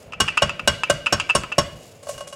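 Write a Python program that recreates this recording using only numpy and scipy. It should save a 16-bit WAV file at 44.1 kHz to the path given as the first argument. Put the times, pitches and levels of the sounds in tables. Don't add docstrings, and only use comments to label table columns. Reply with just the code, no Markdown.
import sys
import numpy as np
from scipy import signal
from scipy.fft import rfft, irfft, next_fast_len
from scipy.io import wavfile

SR = 44100
rng = np.random.default_rng(int(sys.argv[2]) if len(sys.argv) > 2 else 0)


def unload_wav(signal):
    wavfile.write(
        sys.argv[1],
        SR,
        np.round(np.clip(np.atleast_2d(signal).T, -1, 1) * 32767).astype(np.int16),
    )


N = 103635
RING_TIME = np.arange(int(.7 * SR)) / SR
CRACK_GRAIN = 0.64

# start in seconds, level in dB, table thump in dB, crack brightness in dB per
# octave, first touch in dB, then dB for each of seven main rings, set by where the pin lands.
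BLOWS = [(0.2016, 1, 1, 0.82, -14.5, -19.5, 2, 4, 1, 4, 1, 1),
         (0.42, -0.92, 3, -0.25, -18, 5.5, 2.5, 6.5, 2.5, 2.5, 0, -22),
         (0.6748, 1, 1.5, 0.89, -15, 1.5, -6, 9.5, 0.5, 5, -20, -11),
         (.898, -1.6, 1, 0.75, -13.5, 8.5, -0.5, 11, -0.5, -22, -13, 6.5),
         (1.1243, 0.56, 0.8, 0.32, -20, 0, -2.5, 5.5, -8.5, 8.5, 4, -11),
         (1.3503, -1.1, 1, -1.2, -10, 0.5, 4.5, 1, -3.5, 5.5, 1.5, 15.5),
         (1.5817, 0.45, 1, -0.88, -15, 6, 6, -32, -5, 9, 3.5, 3)]
# frequency in Hz, level in dB, t60 in seconds.
PIN_MODES = [(582, -12, 0.083), (627.7, -16.5, 0.078), (665, -14, 0.047), (852.4, -18, 0.033),
             (1091, -15, 0.1), (1355.5, -25.5, 0.075), (1550, -17.5, 0.068), (1985, -35.5, 0.12),
             (2162, -34.5, 0.17), (2880, -11, 0.1), (3318, -29, 0.15), (3874, -24, 0.067),
             (4620, -27.5, 0.087), (5344, -31, 0.13), (5523, -19.5, 0.072), (6450, -24.5, 0.092),
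             (7150, -33, 0.072), (8930, -22, 0.036)]
# frequency in Hz, spectral level in dB, t60 in seconds.
CRUNCH = [(150, -9.5, 0.32), (340, 20, 0.02), (615, -7.5, 0.038), (1210, -9, .06), (2180, -7, 0.13),
          (4270, -6, 0.17), (7600, -1.5, 0.24), (11200, -7.5, 0.11), (16300, -36, 0.18)]


def pin_blows():
    # frequency in Hz, spectral level in dB, t60 in seconds.
    crack_bands = [(102, -6, 0.04), (202, 9.5, 0.04), (358, 1.5, 0.088), (740, 4.5, 0.04), (1330, -1, 0.15),
                   (2130, -7, 0.09), (2780, -2.5, 0.087), (4630, -6, 0.056), (7720, -2.5, 0.05),
                   (11880, -13, 0.02), (16500, -35, 0.042)]
    # delay after the blow in seconds, level in dB.
    contacts = [(0, -2), (.0035, -4), (.0075, -8.5)]
    main_rings_hz = [600, 1085, 1561, 2872, 5518, 6463, 8845]
    crack_db, touch_lead_s = -11.5, 0.00088
    snap, swell = rise(.0008), rise(0.0027)
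    cracks, rings = np.zeros(N), np.zeros(N)
    for start, db, _, bright_db, touch_db, *rings_db in BLOWS:
        add(cracks, start - touch_lead_s, undb(db + crack_db + touch_db) * snap * burst(CRUNCH))
        wood = ring(PIN_MODES, lambda hz: np.interp(np.log(hz), np.log(main_rings_hz), rings_db))
        add(rings, start, undb(db) * swell * wood)
        for lag, contact_db in contacts:
            crack = shape(burst(crack_bands), lambda hz: bright_db * np.log2((hz + 100) / 2000))
            add(cracks, start + lag, undb(db + crack_db + contact_db) * snap * crack)
    return cracks, rings


def table_thumps():
    # frequency in Hz, level in dB, t60 in seconds.
    table_modes = [(39, -43.5, 0.43), (59, -28.5, .16), (101.2, -20, 0.088), (136.5, -23.5, 0.18),
                   (156.6, -30, 0.29), (206, -25.5, 0.175)]
    bowl_modes = [(2905, -45.5, 0.73), (3386, -49, 0.4), (4690, -42.5, 0.35)]
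    # frequency in Hz, spectral level in dB, t60 in seconds.
    shudder_bands = [(30, -7, .2), (87.6, 12.5, 0.31), (142, 6.5, 0.23), (250, -18, 1), (415, -6, 0.28),
                     (1500, -42, 0.11)]
    # start in seconds, level in dB.
    shifts = [(0.06, -11.5), (0.156, -9), (0.631, -1), (1.729, -5), (2.149, -10)]
    lag_s, shudder_db, soft_hz = 0.0028, -26, 87
    lift_s, lift_db = .077, -13
    swell = rise(0.0068)
    thump = swell * (ring(table_modes) + ring(bowl_modes))
    nudge = swell * ring(table_modes, lambda hz: -10 * np.log10(1 + (hz / soft_hz) ** 4))
    out = np.zeros(N)
    for start, _, thump_db, *_ in BLOWS:
        shudder = undb(shudder_db) * swell * burst(shudder_bands, grain=0)
        add(out, start + lag_s, undb(thump_db) * (thump + shudder))
        add(out, start + lift_s, undb(thump_db + lift_db) * nudge)
    for start, db in shifts:
        add(out, start, undb(db) * nudge)
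    return out


def loose_handles():
    # start in seconds, level in dB, brightness in dB per octave, axle ring in dB.
    clacks = [(0.1226, -19.5, -0.5, -3), (.1343, -14.5, -2.5, -3), (.279, -10.5, 0, 3.5),
              (0.2835, -5.5, -2, -18), (0.288, -8, -2, -6), (0.302, -26.5, 5, 5), (0.3725, -5, 4.5, -5),
              (0.3758, 2.5, -0.5, 0), (0.4946, -8.5, 0.5, 2), (0.5, -15.5, -2.5, -16),
              (0.5947, -10, -2.5, -4), (0.6003, -31, -14.5, -29), (0.8349, -1.5, 0, -2.5),
              (1.061, -7.5, 1.5, 4.5), (1.0673, -2.5, -2, 1), (1.0706, -7, -2.5, -6), (1.199, 0.5, 1.5, -8),
              (1.2034, -13.5, 2, -26), (1.2124, -13.5, 1, 1), (1.2927, -10.5, 2, -5), (1.2978, -9, -7, 7),
              (1.2989, -8, 2.5, 4.5), (1.3042, -5.5, -1, 3.5), (1.4357, -16, -10.5, -5),
              (1.4427, -15.5, -2, -30), (1.5186, -16, -7, -1), (1.522, -9, -1.5, 1), (1.528, -34, -3, -10)]
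    # frequency in Hz, level in dB, t60 in seconds.
    handle_modes = [(1040, -30, 0.061), (1275, -19.5, 0.044), (1440, -26.5, 0.052), (1750, -24.5, 0.019),
                    (2700, -109, 0.01), (2825, -21, 0.062), (2980, -59, 0.034), (4960, -28.5, 0.051),
                    (6850, -40.5, 0.085), (9330, -39.5, 0.047)]
    axle_modes = [(2650, -12.5, 0.076)]
    # frequency in Hz, spectral level in dB, t60 in seconds.
    tick_bands = [(200, -14, 0.046), (615, -18.5, 0.09), (1200, 8, 0.012), (2160, -4, 0.046),
                  (2723, 15.5, 0.054), (3470, -15.5, 0.097), (8300, -10, 0.028), (11100, -25, 0.018),
                  (16000, -50, 0.018)]
    # frequency in Hz, gain in dB.
    radiation = [(100, -26), (300, -4), (550, -7.5), (950, 2), (3000, 0.5), (4000, -1.5), (9000, -0.5),
                 (12000, -9), (16000, -5)]
    out = np.zeros(N)
    for start, db, bright_db, axle_db in clacks:
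        tilt = lambda hz: bright_db * np.log2((hz + 100) / 2700)
        handle = ring(handle_modes, tilt, detune=0.0124)
        axle = ring(axle_modes, lambda hz: axle_db)
        tick = undb(-12) * shape(burst(tick_bands, grain=0), tilt)
        add(out, start, undb(db) * (handle + axle + tick))
    return causal_filter(out, radiation)


def rolling_knocks():
    # start in seconds, knock in dB, crunch in dB, tilt of the upper rings in dB per octave.
    knocks = [(2.029, -33, -40, -3.5), (2.0691, -19, -42, -7.5), (2.087, -37, -28.5, 0.5),
              (2.0915, -13, -27.5, -8), (2.142, -38, -57, 4.5), (2.178, -25.5, -36, 1.5),
              (2.2066, -17.5, -36, -2), (2.271, -27, -36, -5), (2.276, -48, -33.5, -9),
              (2.326, -23.5, -35, 0)]
    # frequency in Hz, gain in dB.
    tone = [(100, -22), (380, -23), (520, 1), (570, 5.5), (660, 1), (800, -1), (1100, 5.5), (1400, 4),
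            (2000, -0.5), (2900, -1), (16000, -2.5)]
    attack_s, tilt_from_hz = 0.00049, 594
    out = np.zeros(N)
    for start, knock_db, crunch_db, tilt_db in knocks:
        knock = ring(PIN_MODES, lambda hz: knock_db + tilt_db * np.clip(np.log2(hz / tilt_from_hz), 0, 2))
        add(out, start, rise(attack_s) * knock + undb(crunch_db) * burst(CRUNCH))
    return causal_filter(out, tone)


def film_crinkle():
    # time in seconds, level in dB.
    levels = [(0, -49.5), (.15, -77), (.8, -59.5), (1.6, -60.5), (1.85, -49.5), (2, -59.5), (2.15, -45.5),
              (2.35, -82)]
    # frequency in Hz, spectral level in dB.
    spectrum = [(1000, -10), (3000, 1), (8000, 4), (11000, -5.5), (16000, -10)]
    clicks_per_s, scatter_db = 900, 4
    clicks = (rng.random(N) < clicks_per_s / SR) * rng.choice([-1, 1], N)
    sizes = undb(scatter_db * np.clip(rng.standard_normal(N), -2, 2))
    click_tail = fade(t60=0.036) * rng.standard_normal(len(RING_TIME))
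    crackle = signal.fftconvolve(clicks * sizes, click_tail)[:N]
    return envelope(levels) * colour(crackle, spectrum)


def pin_rumble():
    # time in seconds, level in dB.
    levels = [(0, -46), (.5, -47), (1.6, -46), (1.8, -45.5), (2, -49), (2.15, -43), (2.35, -48.5)]
    # frequency in Hz, spectral level in dB.
    spectrum = [(20, -26), (45, -17.5), (90, 0.5), (160, 1.5), (330, -8.5), (480, -0.5), (580, 2),
                (850, -11.5), (1100, -15), (2000, -18.5), (2850, -16), (3600, -27), (16000, -48)]
    return envelope(levels) * colour(rng.standard_normal(N), spectrum)


def kitchen(board, rings, clacks):
    # frequency in Hz, gain in dB, t60 in seconds.
    room_bands = [(60.3, -34.5, 0.46), (150, -20, 0.43), (365, -24, 0.8), (740, -22.5, 0.54),
                  (1480, -15, 0.43), (2940, -14, 0.47), (4850, -18, 0.49), (8000, -25, 0.43),
                  (15800, -9.5, 0.1)]
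    # frequency in Hz, gain in dB.
    ring_send = [(600, 0.5), (1100, -3), (1560, -1.5), (2900, -5), (3400, -14), (4700, -1.5), (5500, -13.5),
                 (9000, -17)]
    handle_send = [(1000, -6.5), (2300, 5), (2600, -7.5), (2750, -7), (3100, -1), (9000, 3.5)]
    onset_s = 0.031
    build_up = 1 - np.exp(-(RING_TIME / onset_s) ** 2)
    response = build_up * decay_bands(rng.standard_normal(len(RING_TIME)), room_bands)
    response = shape(response / np.linalg.norm(response), lambda hz: level_at(hz, room_bands))
    sent = board + causal_filter(rings, ring_send) + causal_filter(clacks, handle_send)
    return signal.fftconvolve(sent, response)[:N]


def ring(modes, db_at=lambda hz: 0, detune=0):
    out = np.zeros(len(RING_TIME))
    for hz, db, t60 in modes:
        pitch_hz = hz * (1 + detune * rng.standard_normal())
        out += undb(db + db_at(hz)) * fade(t60) * np.sin(2 * np.pi * pitch_hz * RING_TIME)
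    return out


def burst(bands, grain=CRACK_GRAIN):
    n = len(RING_TIME)
    sizes = np.exp(grain * np.clip(rng.standard_normal(n), -2, 2))
    fractures = np.repeat(sizes, SR // 2000)[:n] * rng.standard_normal(n)
    return decay_bands(colour(fractures, bands), bands)


def decay_bands(noise, bands):
    spectrum, hz = rfft(noise), np.fft.rfftfreq(len(noise), 1 / SR)
    centres = np.log([row[0] for row in bands])
    out = np.zeros(len(noise))
    for selector, (_, _, t60) in zip(np.eye(len(bands)), bands):
        weight = np.interp(np.log(hz + 1), centres, selector)
        out += irfft(spectrum * weight, len(noise)) * fade(t60)
    return out


def shape(x, db_at):
    n = next_fast_len(len(x) + 2048)
    hz = np.fft.rfftfreq(n, 1 / SR)
    return irfft(rfft(x, n) * undb(db_at(hz)), n)[:len(x)]


def colour(x, points):
    y = shape(x, lambda hz: level_at(hz, points))
    return y / y.std()


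def causal_filter(x, points):
    size = 2048
    cepstrum = irfft(np.log(undb(level_at(np.fft.rfftfreq(size, 1 / SR), points))))
    fold = np.r_[1, np.full(size // 2 - 1, 2), 1, np.zeros(size // 2 - 1)]
    response = irfft(np.exp(rfft(cepstrum * fold)))
    return signal.fftconvolve(x, response)[:len(x)]


def level_at(hz, points):
    rows = np.array(points, float)
    return np.interp(np.log(np.maximum(hz, 1)), np.log(rows[:, 0]), rows[:, 1])


def envelope(points):
    return undb(np.interp(np.arange(N) / SR, *np.array(points).T))


def rise(attack_s):
    return 1 - np.exp(-RING_TIME / attack_s)


def fade(t60):
    return np.exp(-np.log(1000) * RING_TIME / t60)


def undb(db):
    return 10 ** (np.asarray(db) / 20)


def add(out, start_s, sound):
    i = max(int(round(start_s * SR)), 0)
    out[i:i + len(sound)] += sound[:max(N - i, 0)]


def scene():
    side_db, side_above_hz = -53.5, 1150
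    cracks, rings = pin_blows()
    board = cracks + table_thumps() + rolling_knocks() + film_crinkle() + pin_rumble()
    clacks = loose_handles()
    mid = board + rings + clacks + kitchen(board, rings, clacks)
    quadrature = signal.hilbert(mid, next_fast_len(N)).imag[:N]
    treble = shape(quadrature, lambda hz: -20 * np.log10(1 + (side_above_hz / (hz + 1)) ** 4))
    side = undb(side_db) * treble
    return np.array([mid + side, mid - side])


def record(dry):
    low_cut_hz, top_hz, ceiling = 24.6, 16000, undb(-.8)
    thinned = signal.sosfilt(signal.butter(4, low_cut_hz, "high", fs=SR, output="sos"), dry)
    rounded = thinned / (1 + (thinned / ceiling) ** 4) ** (1 / 4)
    return signal.sosfilt(signal.ellip(10, .2, 80, top_hz, fs=SR, output="sos"), rounded)


dry = scene()
out = record(dry)
unload_wav(out)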